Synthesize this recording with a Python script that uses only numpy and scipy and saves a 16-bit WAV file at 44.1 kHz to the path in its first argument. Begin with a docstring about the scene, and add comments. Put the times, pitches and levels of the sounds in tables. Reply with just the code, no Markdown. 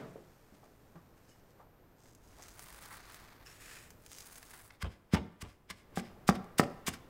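"""A kitchen hums with ventilation and a thin electrical whine; at first it still rings from a pestle stroke.
Fingers press rustling herb leaves into a heavy stone mortar on a wooden board. From 2 s, coarse salt is
rubbed over them in two pinches, with a dig into the salt bowl in between. From 4.8 s, a stone pestle
pounds eight times: each stroke crushes leaves on its way down, and the hard ones reach the stone.
The kitchen throws the knocks back."""
import sys
import numpy as np
from scipy import signal
from scipy.io import wavfile
from scipy.ndimage import uniform_filter1d

SR = 44100
rng = np.random.default_rng(int(sys.argv[2]) if len(sys.argv) > 2 else 0)


def inscribe(sig):
    """Save sig as 16-bit PCM at rate SR to the path in sys.argv[1].

    A 1-D sig is mono; a 2-D sig holds one channel per row.
    Samples are clipped to [-1, 1] before scaling.
    """
    pcm = np.round(np.clip(np.atleast_2d(sig).T, -1, 1) * 32767)
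    wavfile.write(sys.argv[1], SR, pcm.astype(np.int16))


N = 312669
TIME = np.arange(N) / SR

# The background steps between levels. Each row: start in seconds, then hiss, rumble and whine in dB.
AIR_STEPS = [(0, -62.5, -83, -81), (2.17, -62, -63.5, -93), (3.15, -61, -68, -76), (4.05, -64, -66.5, -90),
             (4.7, -66.5, -75.5, -92), (5.86, -57.5, -90, -83)]
# The tone of the ventilation and of the ringing room. Each row: frequency in Hz, relative level in dB.
HISS_TONE = [(30, 7), (70, 4), (115, 7), (200, 1.5), (400, 0.5), (800, -6), (1500, -11.5), (3000, -22),
             (8000, -30.5), (16000, -29.5)]
RUMBLE_TONE = [(15, -49), (30, -26.5), (45, 11), (65, -13), (95, 3.5), (150, -55.5), (400, -33.5)]
AFTERSOUND_TONE = [(35, -68), (60, -34), (136, 2), (342, -7.5), (428, -2.5), (504, -10), (632, -5.5),
                   (913, -17.5), (1320, -17.5), (8000, -49), (10400, -77), (17600, -120)]
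# The room's echo tail. Each row: frequency in Hz, seconds to fade by 60 dB, level in dB.
ROOM_BANDS = [(69.6, 0.16, 0.5), (190, 0.51, -8), (601, 0.4, -5), (1400, 0.87, -17), (3500, 0.66, -17),
              (8320, 0.2, -16.5), (15600, 0.49, -46)]
# Echoes off the nearest surfaces. Each row: delay in seconds, level in dB.
NEAR_ECHOES = [(0.011, -16.5), (0.018, -14), (0.026, -37), (0.035, -20.5)]

# Leaves rustle under the fingers. Each row is a point on a curve: time in seconds, level in dB.
RUSTLE_CURVE = [(0.0, -67.5), (0.182, -71.5), (1.138, -77), (1.316, -70.5), (1.418, -76), (1.628, -78),
                (1.638, -97.5), (1.93, -83)]
# Single leaves crinkle as they are pushed down. Each row: time in seconds, level in dB.
LEAF_CRINKLES = [(0.545, -70.5), (0.643, -72), (0.96, -85), (1.175, -76), (1.5, -72)]
# The tone of the rustling. Each row: frequency in Hz, relative level in dB.
LEAF_TONE = [(500, -5), (1800, -2.5), (3000, -9.5), (4000, -9.5), (5500, -8), (9000, -11.5), (16000, -22)]
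# Dull bumps and scuffs of the hands, and one brief swell of pattering salt.
# Each row: time in seconds, level in dB, middle frequency in Hz.
SOFT_NOISES = [(0.159, -48, 412), (0.524, -57.5, 163), (0.632, -57, 560), (0.956, -51, 150),
               (0.957, -58, 920), (1.6, -55, 754), (2.385, -56, 755), (2.91, -52, 1350)]
# Where a squeaking leaf rings. Each row: frequency in Hz, width in Hz, relative level in dB.
SQUEAK_RINGS = [(2945, 25, 6), (5330, 200, -7), (6400, 700, -13), (7500, 250, -13)]

# Fingers dig into the salt. Each row is a point on a curve: time in seconds, effort in dB.
SCOOP_CURVE = [(3.465, -56.5), (3.597, -59), (3.615, -54), (3.741, -50.5), (3.883, -62), (3.89, -67.5)]
# Where the wooden bowl, the heap of salt, its crust and a pinch between the fingers ring.
# Each row: frequency in Hz, width in Hz, relative level in dB.
BOWL_RINGS = [(1330, 730, -10), (1700, 450, -3), (2060, 460, -10), (2400, 150, -4)]
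HEAP_RINGS = [(4070, 1000, -9), (5340, 880, -3.5), (6970, 750, 0.5), (7950, 500, -1), (9300, 650, -4),
              (12200, 4000, -19)]
CRUST_RINGS = [(1620, 200, -1), (2600, 275, -5), (5370, 220, 3)]
PINCH_RINGS = [(3320, 3200, -4.5), (5030, 370, 3.5), (5650, 170, 2.5), (6370, 650, 7), (7500, 190, 4.5),
               (8080, 130, 0), (8560, 150, -11.5)]
# Fingers rub the salt. Each row: start and length in seconds, level in dB, dB lost per second.
SALT_RUBS = [(2.016, 0.1, -69, -3.5), (2.26, 0.14, -69, 1), (2.44, 0.88, -62, 12), (4.12, 0.58, -55.5, 35)]
# Falling salt, one curve for each pinch. Each row: time in seconds, then patter and spray strength in dB.
SALT_FALLS = [
    [(2.3, -69.5, -91), (2.476, -63, -67), (2.524, -71, -74), (2.546, -62, -62.5), (2.974, -56, -61.5),
     (3.016, -60.5, -78), (3.128, -56.5, -59.5), (3.298, -63, -82), (3.45, -64.5, -83)],
    [(4.0, -75, -75), (4.128, -70, -69), (4.132, -76, -71), (4.274, -58.5, -58), (4.484, -68, -64),
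     (4.542, -57, -57), (4.662, -68, -64), (4.756, -68.5, -77), (4.78, -80, -99)],
]
# The tone of salt landing on leaves and of its fine spray. Each row: frequency in Hz, relative level in dB.
PATTER_TONE = [(300, -23), (700, -4.5), (1100, -1), (1550, -1), (2200, -3.5), (2900, -11), (4500, -9),
               (9000, -24)]
SPRAY_TONE = [(2000, -6.5), (3300, -9.5), (6000, -9), (8500, 2.5), (10500, 1.5), (13000, -3.5),
              (16000, 0.5)]
# The largest crystals crack or land. Each row: time in seconds, then snap and low tap strength in dB.
BIG_CRYSTALS = [(2.057, -59, -61), (2.094, -63, -68), (2.15, -48, -71), (2.437, -42.5, -65),
                (2.4834, -43.5, -56), (2.594, -37, -52.5), (2.8367, -44.5, -66), (3.1446, -40.5, -49),
                (3.9052, -43, -60), (4.0631, -39, -70), (4.1171, -39, -59), (4.149, -54, -62),
                (4.1849, -36, -67), (4.357, -41, -58), (4.429, -45, -49), (4.5126, -46, -51)]

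# The pestle crushes leaves. Each row: start and length in seconds, then squelch and crackle strength in dB.
LEAF_CRUSHES = [(4.826, 0.001, -36.5, -44), (5.135, 0.017, -35.5, -44.5), (5.415, .010, -47.5, -49),
                (5.702, 0.0088, -40, -48.5), (5.961, 0.038, -49, -49), (6.278, .020, -39.5, -38),
                (6.584, 0.017, -35, -34), (6.867, 0.023, -38.5, -36)]
# The pestle first touches the leaves; later it tugs at wet leaves or comes unstuck. Each row: time in seconds,
# squelch and crackle strength in dB, rise and fall time in seconds.
LEAF_TUGS = [(4.707, -49.5, -71, 0.0025), (4.925, -61.5, -71, 0.025), (5.495, -63, -67.5, 0.032),
             (5.785, -65.5, -69, 0.038), (6.055, -59, -69, 0.047), (6.356, -44, -54, 0.0081),
             (6.444, -58.5, -59, 0.0022), (6.638, -39, -49, 0.0041), (6.94, -45, -49.5, 0.01)]
# Where the hollow of the leaf-filled mortar rings. Each row: frequency in Hz, width in Hz, relative dB.
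HOLLOW_RINGS = [(1157, 88, 14), (1580, 410, 9), (2060, 300, 12.5), (2730, 1400, 5)]
# The tone of wet leaves, crisp leaves and the rattling mortar. Each row: frequency in Hz, relative dB.
SQUELCH_TONE = [(100, 3), (400, -34), (850, -26), (1150, -6), (1400, -2.5), (1800, 11.5), (2200, -26),
                (2800, -66), (5000, 25), (16000, -53)]
CRACKLE_TONE = [(200, -57), (1500, 6), (2800, 4.5), (5000, 3.5), (8000, 4.5), (11000, -0.5), (16000, -6.5)]
CHATTER_TONE = [(150, 4.5), (500, 2.5), (900, 1.5), (1400, -4), (2300, -9.5), (3100, -7.5), (5000, -26),
                (12000, -39)]
# The notes of the struck board, of the mortar rocking on it, and of stone on stone.
# Each row: frequency in Hz, relative level in dB, seconds to fade by 60 dB (each blow scales the mortar's).
BOARD_NOTES = [(62, -5, .085), (85, 0, .075)]
MORTAR_NOTES = [(191.3, -0.5, 0.052), (230.4, -3.5, 0.075), (354, -1, 0.031)]
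STONE_NOTES = [(584, -25.5, 0.16), (788, -3, 0.031), (1010, -10, 0.029), (1180, -3, 0.016),
               (1303, -4.5, 0.018), (1594, 0.5, 0.019), (1800, -4, 0.022), (2060, -11.5, 0.028),
               (2620, -24, 0.059), (3540, -24, 0.02), (4755, -5.5, 0.029), (5420, -16, 0.025)]
# The pestle lands or bounces. Each row: time in seconds, strength in dB of the board's thud, the mortar's
# knock and the stone's clack, a factor on the mortar's ring time, dB added to the mortar's upper notes.
PESTLE_BLOWS = [(4.833, -25.5, -40.5, -68, 4.3, -9), (5.1362, -22.5, -11, -57, 0.58, -11),
                (5.1468, -26, -23.5, -27, 0.23, -28), (5.428, -31.5, -47.5, -71, 1.1, 5.5),
                (5.704, -44.5, -46.5, -63, 3, -8), (5.9738, -47, -25.5, -29, 1.85, -3),
                (6.2903, -33, -13, -15.5, 1.63, -7), (6.5965, -37, -17, -11, 0.42, 8),
                (6.882, -36.5, -29, -37.5, 0.58, 3)]


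def amp(db):
    """Turns decibels into a gain."""
    return 10 ** (np.asarray(db) / 20)


def unit(x):
    """Scales a signal to an average power of 1."""
    return x / np.sqrt(np.mean(x ** 2) + 1e-20)


def read(points, hz, column=1):
    """Looks up a table column at any frequency, gliding between the rows."""
    columns = np.transpose(points)
    return np.interp(np.log(hz + 1), np.log(columns[0]), columns[column])


def level(curve, column=1):
    """Turns a curve in dB into a gain over time, silent before and after it."""
    columns = np.transpose(curve)
    return amp(np.interp(TIME, columns[0], columns[column], left=-np.inf, right=-np.inf))


def add(mix, s, sound):
    """Mixes a sound in at s seconds."""
    part = mix[max(round(s * SR), 0):][:len(sound)]
    part += sound[:len(part)]


def colour(x, tone, size=4096):
    """Filters x to give it the tone in a table."""
    log_gain = np.log(amp(read(tone, abs(np.fft.fftfreq(size, 1 / SR)))))
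    response = np.exp(np.conj(signal.hilbert(log_gain)))  # rings only after a click, never before
    taps = np.fft.ifft(response).real[:size // 2]
    return signal.oaconvolve(x, taps / np.linalg.norm(taps))[:len(x)]


def resonate(x, rings, size=2048):
    """Makes x ring at a few frequencies; narrow ones ring longest."""
    t = TIME[:size]
    taps = sum(amp(db) * width * np.exp(-np.pi * width * t) * np.cos(2 * np.pi * hz * t)
               for hz, width, db in rings)
    return signal.oaconvolve(x, taps / np.linalg.norm(taps))[:len(x)]


def grains(per_s, spread_db):
    """Tiny cracks at random times, most small and a few large."""
    sizes = amp(spread_db * np.minimum(rng.exponential(1, N), 4))
    signs = rng.choice([-1, 1], N)
    happens = rng.random(N) < per_s / SR
    return unit(sizes * signs * happens)


def clumping(depth_db):
    """A wavering gain: salt breaks loose unevenly, in small clumps."""
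    wobble = unit(uniform_filter1d(rng.standard_normal(N), size=400))
    return unit(amp(depth_db * wobble))


def swell(s, rise_s, fall_s, hold_s=0):
    """A gain that grows until s seconds, holds, then dies away."""
    out = np.zeros(N)
    near = slice(max(round((s - 10 * rise_s) * SR), 0), round((s + hold_s + 10 * fall_s) * SR))
    t = TIME[near] - s
    out[near] = np.exp(np.minimum(np.minimum(t / rise_s, (hold_s - t) / fall_s), 0))
    return out


def ring(notes, stretch=1, size=16384):
    """The dying notes of a struck object; stretch scales how long they last."""
    t = TIME[:size]
    return sum(amp(db - 60 * t / (fade_s * stretch)) * np.cos(2 * np.pi * hz * t)
               for hz, db, fade_s in notes)


def soften(x, touch_s):
    """Spreads a blow over the time that the surfaces touch, which dulls it."""
    keep = np.exp(-1 / (touch_s * SR))
    return signal.lfilter([1 - keep], [1, -keep], x)


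def air(whine_hz=14070, fade_s=0.16):
    """Ventilation hisses and rumbles under a thin electrical whine."""
    starts, *columns = np.transpose(AIR_STEPS)
    step = np.searchsorted(starts[1:], TIME)
    hiss_gain, rumble_gain, whine_gain = (amp(uniform_filter1d(db[step], round(fade_s * SR)))
                                          for db in columns)
    hiss = colour(rng.standard_normal(N), HISS_TONE)
    rumble = colour(rng.standard_normal(N), RUMBLE_TONE)
    whine = np.sqrt(2) * np.sin(2 * np.pi * whine_hz * TIME)
    return hiss_gain * hiss + rumble_gain * rumble + whine_gain * whine


def aftersound(db=-42, fall_s=0.087):
    """At the start, the room's ringing from an earlier stroke dies away."""
    return amp(db) * np.exp(-TIME / fall_s) * colour(rng.standard_normal(N), AFTERSOUND_TONE)


def echo_tail(build_s=0.0012):
    """Countless echoes blur into noise, and each frequency fades at its own speed."""
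    hz, t, noise = signal.stft(rng.standard_normal(SR), SR, nperseg=256)
    decay = np.log(1000) / read(ROOM_BANDS, hz, column=1)[:, None]
    height = amp(read(ROOM_BANDS, hz, column=2))[:, None] * np.sqrt(2 * decay / SR)
    tail = signal.istft(noise * height * np.exp(-decay * t), SR, nperseg=256)[1][:SR]
    return tail * (1 - np.exp(-(TIME[:SR] / build_s) ** 2))


def kitchen(x, tails=5, shift_s=0.23):
    """A few near echoes, then a blurred tail that blends between several random echo patterns."""
    near = np.zeros(SR)
    for delay, db in NEAR_ECHOES:
        add(near, delay, amp([db]))
    out = signal.fftconvolve(x, soften(near, 0.00005))[:N]
    for k in range(tails):
        away = (TIME / shift_s - k) % tails - tails / 2
        share = np.cos(np.pi / 2 * np.clip(away, -1, 1))  # each tail fades into the next
        out += signal.fftconvolve(x * share, echo_tail())[:N]
    return out


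def handling(band_ratio=1.45, squeak_s=1.295, squeak_db=-64.5):
    """Hands bump, scuff and pack the rustling leaves; one leaf squeaks, and salt patter swells once."""
    crinkles = sum(amp(db) * swell(s, 0.0034, 0.012) for s, db in LEAF_CRINKLES)
    out = colour((level(RUSTLE_CURVE) + crinkles) * grains(per_s=2800, spread_db=2.5), LEAF_TONE)
    for s, db, hz in SOFT_NOISES:
        band = signal.butter(2, [hz / band_ratio, hz * band_ratio], "band", fs=SR, output="sos")
        noise = unit(signal.sosfilt(band, rng.standard_normal(SR)))
        out += amp(db) * swell(s, 0.0047, 0.025) * np.resize(noise, N)
    slip = amp(squeak_db) * swell(squeak_s, 0.01, 0.035)
    return out + resonate(slip * rng.standard_normal(N), SQUEAK_RINGS)


def scoop(bowl_db=-4, heap_db=-5, crust_db=-55, crust_s=3.463):
    """Fingers break the salt's crust and plough through the heap, and the wooden bowl sounds with it."""
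    times, effort_db = np.transpose(SCOOP_CURVE)
    effort = amp(np.interp(TIME, times, effort_db)) * swell(times[0], 0.009, 0.12, times[-1] - times[0])
    digging = effort * clumping(depth_db=1.5)
    scrape = resonate(digging * grains(per_s=3700, spread_db=2.5), BOWL_RINGS)
    crunch = resonate(digging * grains(per_s=5900, spread_db=3), HEAP_RINGS)
    breaking = amp(crust_db) * swell(crust_s, 0.001, 0.035)
    crust = resonate(breaking * grains(per_s=2900, spread_db=8), CRUST_RINGS)
    return amp(bowl_db) * scrape + amp(heap_db) * crunch + crust


def salt(spray_db=3):
    """Crystals grind between the fingers, less as the pinch empties, and shower onto the leaves."""
    clumps = clumping(depth_db=2.5)
    rubbing = sum(amp(db - loss * np.clip(TIME - s, 0, length)) * swell(s, 0.035, 0.032, length)
                  for s, length, db, loss in SALT_RUBS)
    landing = sum(level(fall, column=1) for fall in SALT_FALLS)
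    spraying = sum(level(fall, column=2) for fall in SALT_FALLS)
    grind = resonate(clumps * rubbing * grains(per_s=1800, spread_db=4.5), PINCH_RINGS)
    patter = colour(clumps * landing * grains(per_s=2000, spread_db=1.5), PATTER_TONE)
    spray = colour(clumps * spraying * grains(per_s=4500, spread_db=6.5), SPRAY_TONE)
    return grind + patter + amp(spray_db) * spray


def crystals(ring_db=8, spray_db=1, patter_db=17, crumbs_db=-22, crumbs_s=0.006):
    """The largest crystals snap one by one, each a click followed by a few crumbs."""
    snaps, taps = np.zeros((2, N))
    for s, snap_db, tap_db in BIG_CRYSTALS:
        crumbs = amp(crumbs_db) * rng.standard_normal(512) * np.exp(-TIME[:512] / crumbs_s)
        burst = signal.unit_impulse(512) + crumbs
        add(snaps, s, amp(snap_db) * burst)
        add(taps, s, amp(tap_db) * burst)
    bright = amp(ring_db) * resonate(snaps, PINCH_RINGS) + amp(spray_db) * colour(snaps, SPRAY_TONE)
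    return bright + amp(patter_db) * colour(taps, PATTER_TONE)


def crushing(squelch_gain_db=-6, settle_db=-28, settle_s=0.096, muffle_hz=4500):
    """Leaf cells burst under the pestle: a crisp crackle, and a squelch in the hollow of the mortar."""
    wet, crisp, settling = np.zeros((3, N))
    for stroke, (s, length, squelch_db, crackle_db) in enumerate(LEAF_CRUSHES):
        # every stroke packs the leaves, so the next crush starts harder and lingers
        rise, linger = 0.0065 * 0.82 ** stroke, 1.05 ** stroke
        lag = 0.31 * length  # the juice is squeezed out after the dry crackle begins
        wet += amp(squelch_db) * swell(s + lag, rise + lag / 2, linger * 0.0029, length - lag)
        crisp += amp(crackle_db) * swell(s, rise, linger * 0.0028, length)
        settling += amp(crackle_db + settle_db) * swell(s, rise, settle_s, length)  # leaves spring back
    for s, squelch_db, crackle_db, ramp_s in LEAF_TUGS:
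        pull = swell(s, ramp_s, ramp_s)
        wet += amp(squelch_db) * pull
        crisp += amp(crackle_db) * pull
    hollow = resonate(wet * grains(per_s=9000, spread_db=4.5), HOLLOW_RINGS)
    squelch = amp(squelch_gain_db) * colour(wet * grains(per_s=15000, spread_db=8), SQUELCH_TONE)
    cracks = crisp * grains(per_s=12000, spread_db=5.5) + settling * grains(per_s=1200, spread_db=3)
    muffle = signal.butter(2, muffle_hz, fs=SR, output="sos")  # the wad of leaves soaks up treble
    return signal.sosfilt(muffle, hollow + squelch) + colour(cracks, CRACKLE_TONE)


def chatter(rebounds=3, gap_s=0.01095, gain_db=-6.5, rebound_db=-3, growth=1.39):
    """The mortar rattles on the board in dying rebounds, which grow faster than the thud behind them."""
    shaking = np.zeros(N)
    for s, thud_db, *_ in PESTLE_BLOWS:
        for k in range(rebounds):
            strength = amp(gain_db + growth * thud_db + rebound_db * k)
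            shaking += strength * swell(s + (k + 1) * gap_s, 0.0013, 0.0089)
    return colour(shaking * grains(per_s=3700, spread_db=1.5), CHATTER_TONE)


def pestle(scatter_db=-5.9):
    """Cushioned blows mostly shake the board; hard ones rock the mortar and make the stone clack."""
    out = np.zeros(N)
    thud = soften(soften(ring(BOARD_NOTES), touch_s=0.0015), touch_s=0.0016)
    for s, thud_db, knock_db, clack_db, stretch, upper_db in PESTLE_BLOWS:
        # the place of the blow sets how strongly each note answers
        rocking = [(hz, db + upper_db * (k > 0), fade) for k, (hz, db, fade) in enumerate(MORTAR_NOTES)]
        stone = [(hz, db + scatter_db * rng.standard_normal(), fade) for hz, db, fade in STONE_NOTES]
        add(out, s, -amp(thud_db) * thud)
        add(out, s, amp(knock_db) * soften(ring(rocking, stretch), touch_s=0.00084))
        add(out, s, -amp(clack_db) * soften(ring(stone), touch_s=0.00018))
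    return out


def scene(low_cut_hz=45):
    """Everything at the board, its echoes in the kitchen, and the background."""
    close = pestle() + chatter() + crushing() + handling() + salt() + scoop() + crystals()
    low_cut = signal.butter(2, low_cut_hz, "high", fs=SR, output="sos")
    close = signal.sosfilt(low_cut, close)  # objects this small give off no deep bass
    return (close + kitchen(close) + aftersound() + air())[None]


def record(dry):
    """Cuts away the highest treble, above 15850 Hz."""
    low_pass = signal.firwin(511, 15850, window=("kaiser", 9), fs=SR)
    return signal.oaconvolve(dry, low_pass[None], "same")


dry = scene()
out = record(dry)
inscribe(out)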